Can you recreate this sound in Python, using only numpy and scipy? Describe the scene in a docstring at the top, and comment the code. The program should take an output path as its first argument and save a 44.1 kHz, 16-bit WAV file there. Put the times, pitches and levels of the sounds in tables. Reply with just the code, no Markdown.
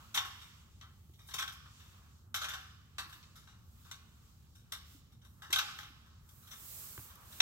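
"""A pasture where sheep jostle and keep knocking a loose sheet-metal hurdle a few metres off.
The hurdle clanks: each blow is a crack, a ring of shaped noise and a set of fading tones, with a short echo
from fences and sheds. Filtered noise makes a soft low murmur and a crisper rattle that swell around the louder
blows, the far traffic rumble and a bright hiss, strongest near the end; hooves thud as damped tones, and faint
machine tones hum. A phone with two microphone ports listens."""
import sys
import numpy as np
from scipy import signal
from scipy.fft import rfft, irfft, next_fast_len
from scipy.io import wavfile
from scipy.ndimage import uniform_filter1d

SR = 44100
rng = np.random.default_rng(int(sys.argv[2]) if len(sys.argv) > 2 else 0)


def store_wav(level_fs):
    """Save 16-bit WAV to argv[1]."""
    pcm = np.round(np.clip(np.atleast_2d(level_fs), -1, 1) * 32767)
    wavfile.write(sys.argv[1], SR, pcm.T.astype(np.int16))


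N = 326781
FAST = next_fast_len(N)  # samples, a length that transforms quickly
TOP_HZ = 15850  # top of the noise and of the recorded sound

# edges of the parts, low to high, that the hurdle's ring is split into: f/Hz
PART_EDGES = [300, 2000, 3200, 4500, 6500, 8500, 16500]


def undb(db):
    """Turn decibels into a plain gain."""
    return 10 ** (np.asarray(db) / 20)


def pan(db):
    """Gains of the left and right ports; db is left minus right."""
    return undb(np.array([[1], [-1]]) * db / 2)


def fade(t, t60):
    """Exponential decay that falls by 60 dB in t60 seconds."""
    return np.exp(-np.log(1000) * t / t60)


def over_hz(table, column=1, size=N):
    """A table column read at every frequency of a spectrum, joined by straight lines over log frequency."""
    rows = np.array(table, float)
    hz = np.maximum(np.fft.rfftfreq(size, 1 / SR), 1)
    return np.interp(np.log(hz), np.log(rows[:, 0]), rows[:, column])


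def pair(tone, column, size=N):
    """Two-port noise spectrum of a given colour, rms 1; the ports share a part of it."""
    # how alike the two ports hear a sound: f/Hz, near source/0-1, spread source/0-1
    likeness = [(30.2, .9, 0.92), (103, 0.5, .92), (500, 1, 0.73), (970, 1, 0.43), (1880, 1, 0.25),
                (3280, 0.39, 0.43), (4250, 0.16, 0), (6450, 0, 0.07), (15600, 0, 0)]
    alike = np.clip(over_hz(likeness, column, size), 0, 1)
    mid, side = rfft(rng.standard_normal((2, size)))
    gain = undb(over_hz(tone, size=size)) * (np.fft.rfftfreq(size, 1 / SR) < TOP_HZ)
    both = np.sqrt(1 + alike) * mid + np.sqrt(1 - alike) * side * np.array([[1], [-1]])
    return both * gain / np.sqrt(2 * np.mean(gain ** 2))


def walk(rate):
    """Random levels held for 1 / rate seconds and smoothed twice; spread near 1."""
    hold = int(SR / rate)
    steps = np.repeat(rng.standard_normal(N // hold + 1), hold)
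    return 0.74 * uniform_filter1d(uniform_filter1d(steps, hold), hold)[:N]


def octaves(spectrum, flicker_db, rate):
    """Turn a spectrum into sound in overlapping octaves, each flickering on its own."""
    place = np.log2(np.maximum(np.fft.rfftfreq(FAST, 1 / SR), 20) / 20)  # octaves above 20 Hz
    total = 0
    for k in range(4, 11):
        share = np.clip(1 - abs(place - k), 0, 1)
        part = irfft(spectrum * share, FAST)[:, :N]
        total = total + part * undb(flicker_db * walk(rate))
    return total


def distance():
    """Far traffic is low noise whose level drifts slightly; far machinery is a few weak wavering tones."""
    # colour of the traffic: f/Hz, level per Hz/dB
    rumble_tone = [(13, -33), (22, -28), (41, -16), (71, -2.5), (90, -3.5), (125, -10), (151, -13.5),
                   (200, -20.5), (226, -16.5), (248, -25.5), (277, -26), (650, -40), (900, -34),
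                   (1170, -73), (1980, -120)]
    # tones of the machinery: f/Hz, middle level/dB
    machine_tones = [(147, -76), (181, -78.5), (226, -91)]
    t = np.arange(N) / SR
    hum = 0
    for hz, db in machine_tones:
        level = np.sqrt(2) * undb(db + 2 * walk(1.8))
        hum = hum + level * np.sin(2 * np.pi * hz * t)
    rumble = irfft(pair(rumble_tone, column=2, size=FAST), FAST)[:, :N]
    return hum + rumble * undb(-59.5 + 0.5 * walk(3.975))


def hiss():
    """Bell-shaped swells of bright noise over a faint steady one."""
    # swells: peak t/s, level/dB, rise/s, fall/s
    swells = [(0.0, -72.5, .1, .2), (0.45, -73, .1, 0.092), (1.15, -76, .25, .1),
              (1.42, -63.5, 0.12, 0.092), (1.9, -75.5, 0.072, .2), (3.14, -65.5, 0.061, 0.052),
              (3.82, -70.5, 0.13, 0.14), (4.3, -77.5, 0.17, .2), (4.93, -66.5, .06, 0.046),
              (5.32, -74, 0.052, 0.28), (5.81, -69, .08, 0.071), (6.38, -65, 0.082, 0.12),
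              (6.8, -49, .17, 0.11), (7.0, -53.5, 0.12, 0.086), (7.4, -56, 0.12, .1)]
    # colour: f/Hz, level per Hz/dB
    hiss_tone = [(500, -7), (1000, -7.5), (2500, -7.5), (4500, -4.5), (8000, 2.5), (10000, -1), (12000, 5),
                 (16000, 4)]
    floor_db, pan_db = -81, -2
    t = np.arange(N) / SR
    power = undb(2 * floor_db)
    for s, db, rise, fall in swells:
        width = np.where(t < s, rise, fall)
        power = power + undb(2 * db) * np.exp(-((t - s) / width) ** 2)
    sound = octaves(pair(hiss_tone, column=2, size=FAST), flicker_db=0.3, rate=31)
    return sound * np.sqrt(power) * pan(pan_db)


def murmur_and_rattle():
    """Flickering noise split into a soft low murmur and a crisper rattle, swelling around the louder blows."""
    # how loud the two parts are: t/s, murmur level/dB, rattle level/dB
    part_levels = [(0.0, -64, -64), (0.18, -70, -66.5), (0.33, -72, -60.5), (0.56, -72, -69),
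                   (0.97, -86, -76), (1.23, -86.5, -79), (1.44, -72, -67), (1.95, -69, -67.5),
                   (2.16, -73, -73), (2.39, -84, -89), (2.51, -61, -63), (2.82, -79.5, -74.5),
                   (3.27, -71, -71.5), (3.68, -80.5, -76), (3.93, -73, -68), (4.63, -82.5, -76.5),
                   (4.82, -70, -69), (4.96, -75.5, -69.5), (5.23, -85, -81.5), (5.47, -73, -78),
                   (5.6, -65, -50), (5.7, -57, -56), (5.86, -73, -72.5), (6.09, -74, -74.5),
                   (6.36, -75, -75.5), (6.73, -69.5, -67), (7.16, -63.5, -67.5), (7.39, -62.5, -61.5)]
    # colour: f/Hz, level per Hz/dB
    noise_tone = [(500, -7.5), (800, -5), (1150, 7), (1500, 1.5), (2100, -7), (3200, -3), (5000, -6),
                  (7500, -6), (9500, -17), (16000, -17)]
    split_hz = 2170
    tone = pair(noise_tone, column=2, size=FAST)
    hz = np.maximum(np.fft.rfftfreq(FAST, 1 / SR), 1)
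    crisp = 1 / (1 + (split_hz / hz) ** 6)
    s, *levels_db = np.transpose(part_levels)
    total = 0
    for share, db in zip((1 - crisp, crisp), levels_db):
        part = octaves(tone * share, flicker_db=4.0, rate=16)
        total = total + part / part.std() * undb(np.interp(np.arange(N) / SR, s, db))
    return total


def thuds():
    """Hooves and bodies on turf: a dull damped swing of the ground, pushed softly, with a dry knock on top."""
    # thuds: t/s, level/dB, pitch f/Hz, time to fall 60 dB/s, knock level against the swing/dB
    thud_list = [(0.496, -65, 195, 0.042, -12), (1.095, -50, 335, 0.033, -10),
                 (3.059, -58.5, 323, 0.086, -6), (3.151, -61, 313, 0.095, -12),
                 (4.947, -49, 280, 0.065, -12), (5.5, -43, 342, 0.041, -11), (5.903, -47, 266, 0.034, -12),
                 (6.978, -39.5, 356, 0.026, 8), (6.983, -35, 110, 0.055, -11),
                 (6.993, -45.5, 273, 0.027, 6)]
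    size = SR // 5
    t = np.arange(size) / SR
    knock_filter = signal.butter(2, [400, 2200], "band", fs=SR, output="sos")
    out = np.zeros(N + size)
    for s, level_db, hz, t60, knock_db in thud_list:
        soft_start = 1 - np.exp(-t / 0.0039)
        swing = np.sin(2 * np.pi * hz * t) * fade(t, t60) * soft_start
        knock = signal.sosfilt(knock_filter, rng.standard_normal(size)) * np.exp(-t / 0.0022)
        at = int(s * SR)
        out[at:at + size] += undb(level_db) * (swing + undb(knock_db) * knock)
    return out[:N]


def yard(struck):
    """Scattered echoes from fences and sheds: a fading noise tail that builds up over the first moments."""
    # colour of the echo: f/Hz, level per Hz/dB
    echo_tone = [(500, -14), (1100, 8.5), (1600, 2.5), (3000, 5), (3700, -3), (5000, 9), (7000, -11),
                 (9000, -3.5), (16000, -3)]
    echo_db, echo_t60_s, build_up_s = -16, 0.94, 0.0022
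    size = SR
    t = np.arange(size) / SR
    noise = irfft(pair(echo_tone, column=2, size=size), size)
    tail = noise * fade(t, echo_t60_s) * (1 - np.exp(-t / build_up_s))
    tail = tail / np.sqrt(np.sum(tail ** 2) / 2)
    # the left port's sound feeds both echoes
    return undb(echo_db) * signal.fftconvolve(struck[:1], tail, axes=1)[:, :N]


def sheet_ring(t, part_db, t60, crack, treble_fade=0.96, chatter_db=2.0, spot_db=4.0):
    """The crowd of sheet modes too close to tell apart: noise in parts, each cracking and then ringing."""
    # colour of the crowd: f/Hz, level per Hz/dB
    sheet_tone = [(300, -25), (800, -17.5), (1150, -1.5), (1600, -1), (1900, -6), (2600, -10.5),
                  (3200, -2.5), (3730, 7), (4150, -5.5), (5200, -5.5), (5800, 3.5), (6300, -6), (7500, -5),
                  (9800, -17.5), (12300, -8.5), (16500, -24)]
    size = len(t)
    hz = np.fft.rfftfreq(size, 1 / SR)
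    # loose joints chatter, so each part of the ring comes in lumps of a few milliseconds
    steps = np.repeat(rng.standard_normal((len(part_db), size // 128)), 128, axis=1)
    lumps = uniform_filter1d(steps, size=96)
    # each striking spot favours other groups of modes
    spot_steps = np.repeat(rng.standard_normal(len(hz) // 64 + 1), 64)
    spot = uniform_filter1d(spot_steps, size=48)[:len(hz)]
    sheet = pair(sheet_tone, column=1, size=size) * undb(spot_db * spot)
    total = 0
    for k, db in enumerate(part_db):
        part = irfft(sheet * (hz > PART_EDGES[k]) * (hz <= PART_EDGES[k + 1]), size)
        ring = fade(t, t60 * treble_fade ** k)  # the treble dies sooner
        total = total + undb(db) * part / part.std() * (ring * undb(chatter_db * lumps[k]) + crack)
    return total


def bar_ring(t, part_db, bars_db=-12, scatter_db=3):
    """The clear modes: fading tones whose levels and pitches shift a little, each starting at a random phase."""
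    # clear modes: f/Hz, level/dB, time to fall 60 dB/s
    bar_modes = [(371, -18.5, 0.26), (637.6, -10.5, 0.16), (774, -11.5, 0.48), (832, -4.5, 0.34),
                 (1096, 2, 0.37), (1155, -13.5, 0.31), (1324, 2, 0.34), (1440, 3, 0.25), (1556, 6.5, 0.2),
                 (1770, -23, 0.11), (2040, -33, .12), (2189, -0.5, 0.095), (2940, -20, .08),
                 (3230, 7, 0.12), (3460, 10, 0.077), (4030, -15, .1), (5400, -24, .08), (5500, -4, 0.076),
                 (7700, 3, .04), (12400, -8, .04)]
    bar_hz, bar_db, bar_t60 = np.transpose(bar_modes)
    bar_part = np.clip(np.searchsorted(PART_EDGES, bar_hz) - 1, 0, len(PART_EDGES) - 2)
    level_luck, pitch_luck, phase_luck = rng.standard_normal((3, len(bar_hz)))
    gain = undb(bars_db + bar_db + np.array(part_db)[bar_part] + scatter_db * level_luck)
    pitch = bar_hz * (1 + 0.01 * pitch_luck)
    tones = np.sin(2 * np.pi * pitch[:, None] * t + 3 * phase_luck[:, None])
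    return gain @ (fade(t, bar_t60[:, None]) * tones)


def hurdle():
    """Each blow cracks and rings the dense and the clear modes in its own mix; returns both layers."""
    # blows: t/s, ring level/dB, brightness per part/dB, extra for the lowest part/dB,
    # time for the lowest part of the dense ring to fall 60 dB/s, crack level against the ring/dB, rise/ms
    blow_list = [(0.1409, -30.5, 0.5, -2, 0.2, -20, 5.2), (0.1503, -35, 1, 3, 0.28, -20, .6),
                 (0.1723, -25, -2.5, -5.5, 0.17, -6, 1.9), (0.2497, -48.5, 1, 10.5, 0.28, -20, 0.5),
                 (0.412, -52.5, -1, -4, 0.43, -23, 3.1), (0.8097, -49.5, -2.5, -9, 0.18, -22, 2.5),
                 (0.8284, -63.5, -3.5, 4, 0.41, -10, 0.48), (1.1345, -65, 0.5, -15, 0.24, -7, 2.2),
                 (1.1859, -60, -1, -4, 0.65, -18, 5.3), (1.265, -60, 5, 6, 0.25, -18, 10),
                 (1.2862, -52.5, 1.5, 4.5, 0.28, -18, 1), (1.3077, -49.5, -2.5, -9, 0.36, -18, 3.1),
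                 (1.3368, -34.5, .5, -3, 0.2, -20, 3.1), (1.3793, -29.5, -.5, -2, 0.23, -18, 8.2),
                 (1.4206, -32, -1, -3.5, 0.12, -13, 3.8), (1.4755, -42, -1.5, -2.5, 0.2, -12, 1.7),
                 (1.5238, -58, 4, -5, 0.19, -28, 0.82), (1.6586, -70, -5, 5.5, .14, 17.5, 0.52),
                 (1.794, -60, -0.5, -1, 0.8, -18, 3.1), (2.3424, -32, 0, -0.5, 0.29, -14, 0.76),
                 (2.412, -37, -.5, 3.5, 0.32, -18, 3.6), (2.4404, -35.5, -1.5, -1, 0.15, 1, 3),
                 (2.4842, -40, -.5, 2, .5, -16, 1.5), (2.5354, -41, -0.5, 3, 0.16, -6.5, 0.68),
                 (2.9819, -36, -0.5, 1, 0.23, -7, 1.3), (3.0952, -56.5, 1, 8.5, .16, -8, .9),
                 (3.1248, -50.5, -1, -3, 0.23, -6, 1.6), (3.2275, -58, -2, -18, 0.21, -13, 0.71),
                 (3.3532, -56, 1.5, 2.5, 0.41, -19, 4), (3.4725, -59, -1.5, 1, 0.48, -5, 1),
                 (3.8487, -65, 0.5, 9.5, 0.57, -9, 1.2), (3.9124, -44.5, 0, -0.5, 0.2, 5.5, 0.91),
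                 (4.5492, -63, 2, 3, 0.42, -18, 3.5), (4.72, -37.5, 0.5, -3, 0.22, -17, 1.3),
                 (5.118, -65.5, 1.5, -2, 0.23, -18, 4.2), (5.2141, -64, -0.5, -1.5, 0.33, -18, 3.1),
                 (5.244, -61, 2, 5, 0.24, -8, 5.2), (5.42, -50.5, -0.5, 7, 0.38, -23, 1.2),
                 (5.502, -47, 0.5, 3.5, 0.32, -18, 3), (5.526, -22.5, -.5, -9, .14, -12, 2.5),
                 (5.5587, -29, -1, -1.5, 0.21, -19, 0.72), (5.5837, -24, -1.5, -5.5, 0.14, -8, 3.2),
                 (5.6216, -53, -5, 3, .14, 7, 0.29), (5.6788, -45, -2.5, -1.5, 0.24, -10, 2.8),
                 (5.7857, -44.5, -1, 0.5, 0.23, 8.5, 2.3), (5.831, -50, -3, -8, 0.25, 0, 0.61),
                 (6.0604, -68.5, 1, 9.5, 0.29, -18, 1.05), (6.2891, -62.5, 3, -1, 0.22, -18, 0.79),
                 (6.4233, -66, 1.5, 8, .6, -18, 4.9), (6.4705, -56, 0.5, 0, .24, -18, 3.9),
                 (6.506, -44, 0.5, -2, 0.28, -12, 9.6), (7.0999, -63, 0, -0.5, .3, -18, .4),
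                 (7.153, -60, 4.5, -7, .08, -16, 1.4), (7.3224, -55, 2.5, 5, 0.24, -20, 1.2),
                 (7.4023, -19, -2.5, -10, .22, -20, 0.74)]
    # level of each part, low to high, in a blow of brightness 0: level/dB
    plain_db = [-8, -9.5, -5, -9, -14, -10.5]
    crack_s, pan_db = 0.00079, 3.5
    size = 12288
    t = np.arange(size) / SR
    part = np.arange(len(plain_db))
    dense, clear = np.zeros((2, 2, N + size))
    for s, ring_db, bright_db, body_db, t60, crack_db, rise_ms in blow_list:
        part_db = np.array(plain_db) + bright_db * (part - 2) + body_db * (part == 0)
        rise = rise_ms / 1000
        crack = undb(crack_db) * np.exp(-abs(t - 0.78 * rise) / crack_s)
        shape = (1 - np.exp(-(t / rise) ** 2)) * undb(ring_db) * pan(pan_db)
        at = int(s * SR)
        dense[:, at:at + size] += sheet_ring(t, part_db, t60, crack) * shape
        clear[:, at:at + size] += bar_ring(t, part_db) * shape
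    return dense[:, :N], clear[:, :N]


def scene():
    """Add the background, the murmur, rattle and thuds, and the hurdle with its echo."""
    background = distance() + hiss()
    movement = murmur_and_rattle() + thuds()
    dense, clear = hurdle()
    echo = yard(dense + clear / 2)
    return background + movement + echo + dense + clear


def record(dry):
    """Each port has its own colour, the left one hears a little later, and both ends of the range are cut."""
    # the phone's body shades its ports: f/Hz, left minus right/dB
    port_shade = [(60, 1), (250, -4), (700, 0), (1500, 1), (2500, -5), (4500, -3), (5800, 1), (7400, 7.5),
                  (8800, -4.5), (10700, 2.5), (12300, -7), (13700, -2), (15500, -6)]
    left_lag_s, bass_cut_hz = 0.00013, 19
    size = next_fast_len(N + 4096)
    tilt = undb(over_hz(port_shade, size=size) / 2)
    lag = np.exp(-2j * np.pi * np.fft.rfftfreq(size, 1 / SR) * left_lag_s)
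    heard = irfft(rfft(dry, size) * np.array([tilt * lag, 1 / tilt]), size)[:, :N]
    heard = signal.sosfilt(signal.butter(2, bass_cut_hz, "high", fs=SR, output="sos"), heard)
    return signal.sosfilt(signal.ellip(10, .2, 80, TOP_HZ, fs=SR, output="sos"), heard)


dry = scene()
out = record(dry)
store_wav(out)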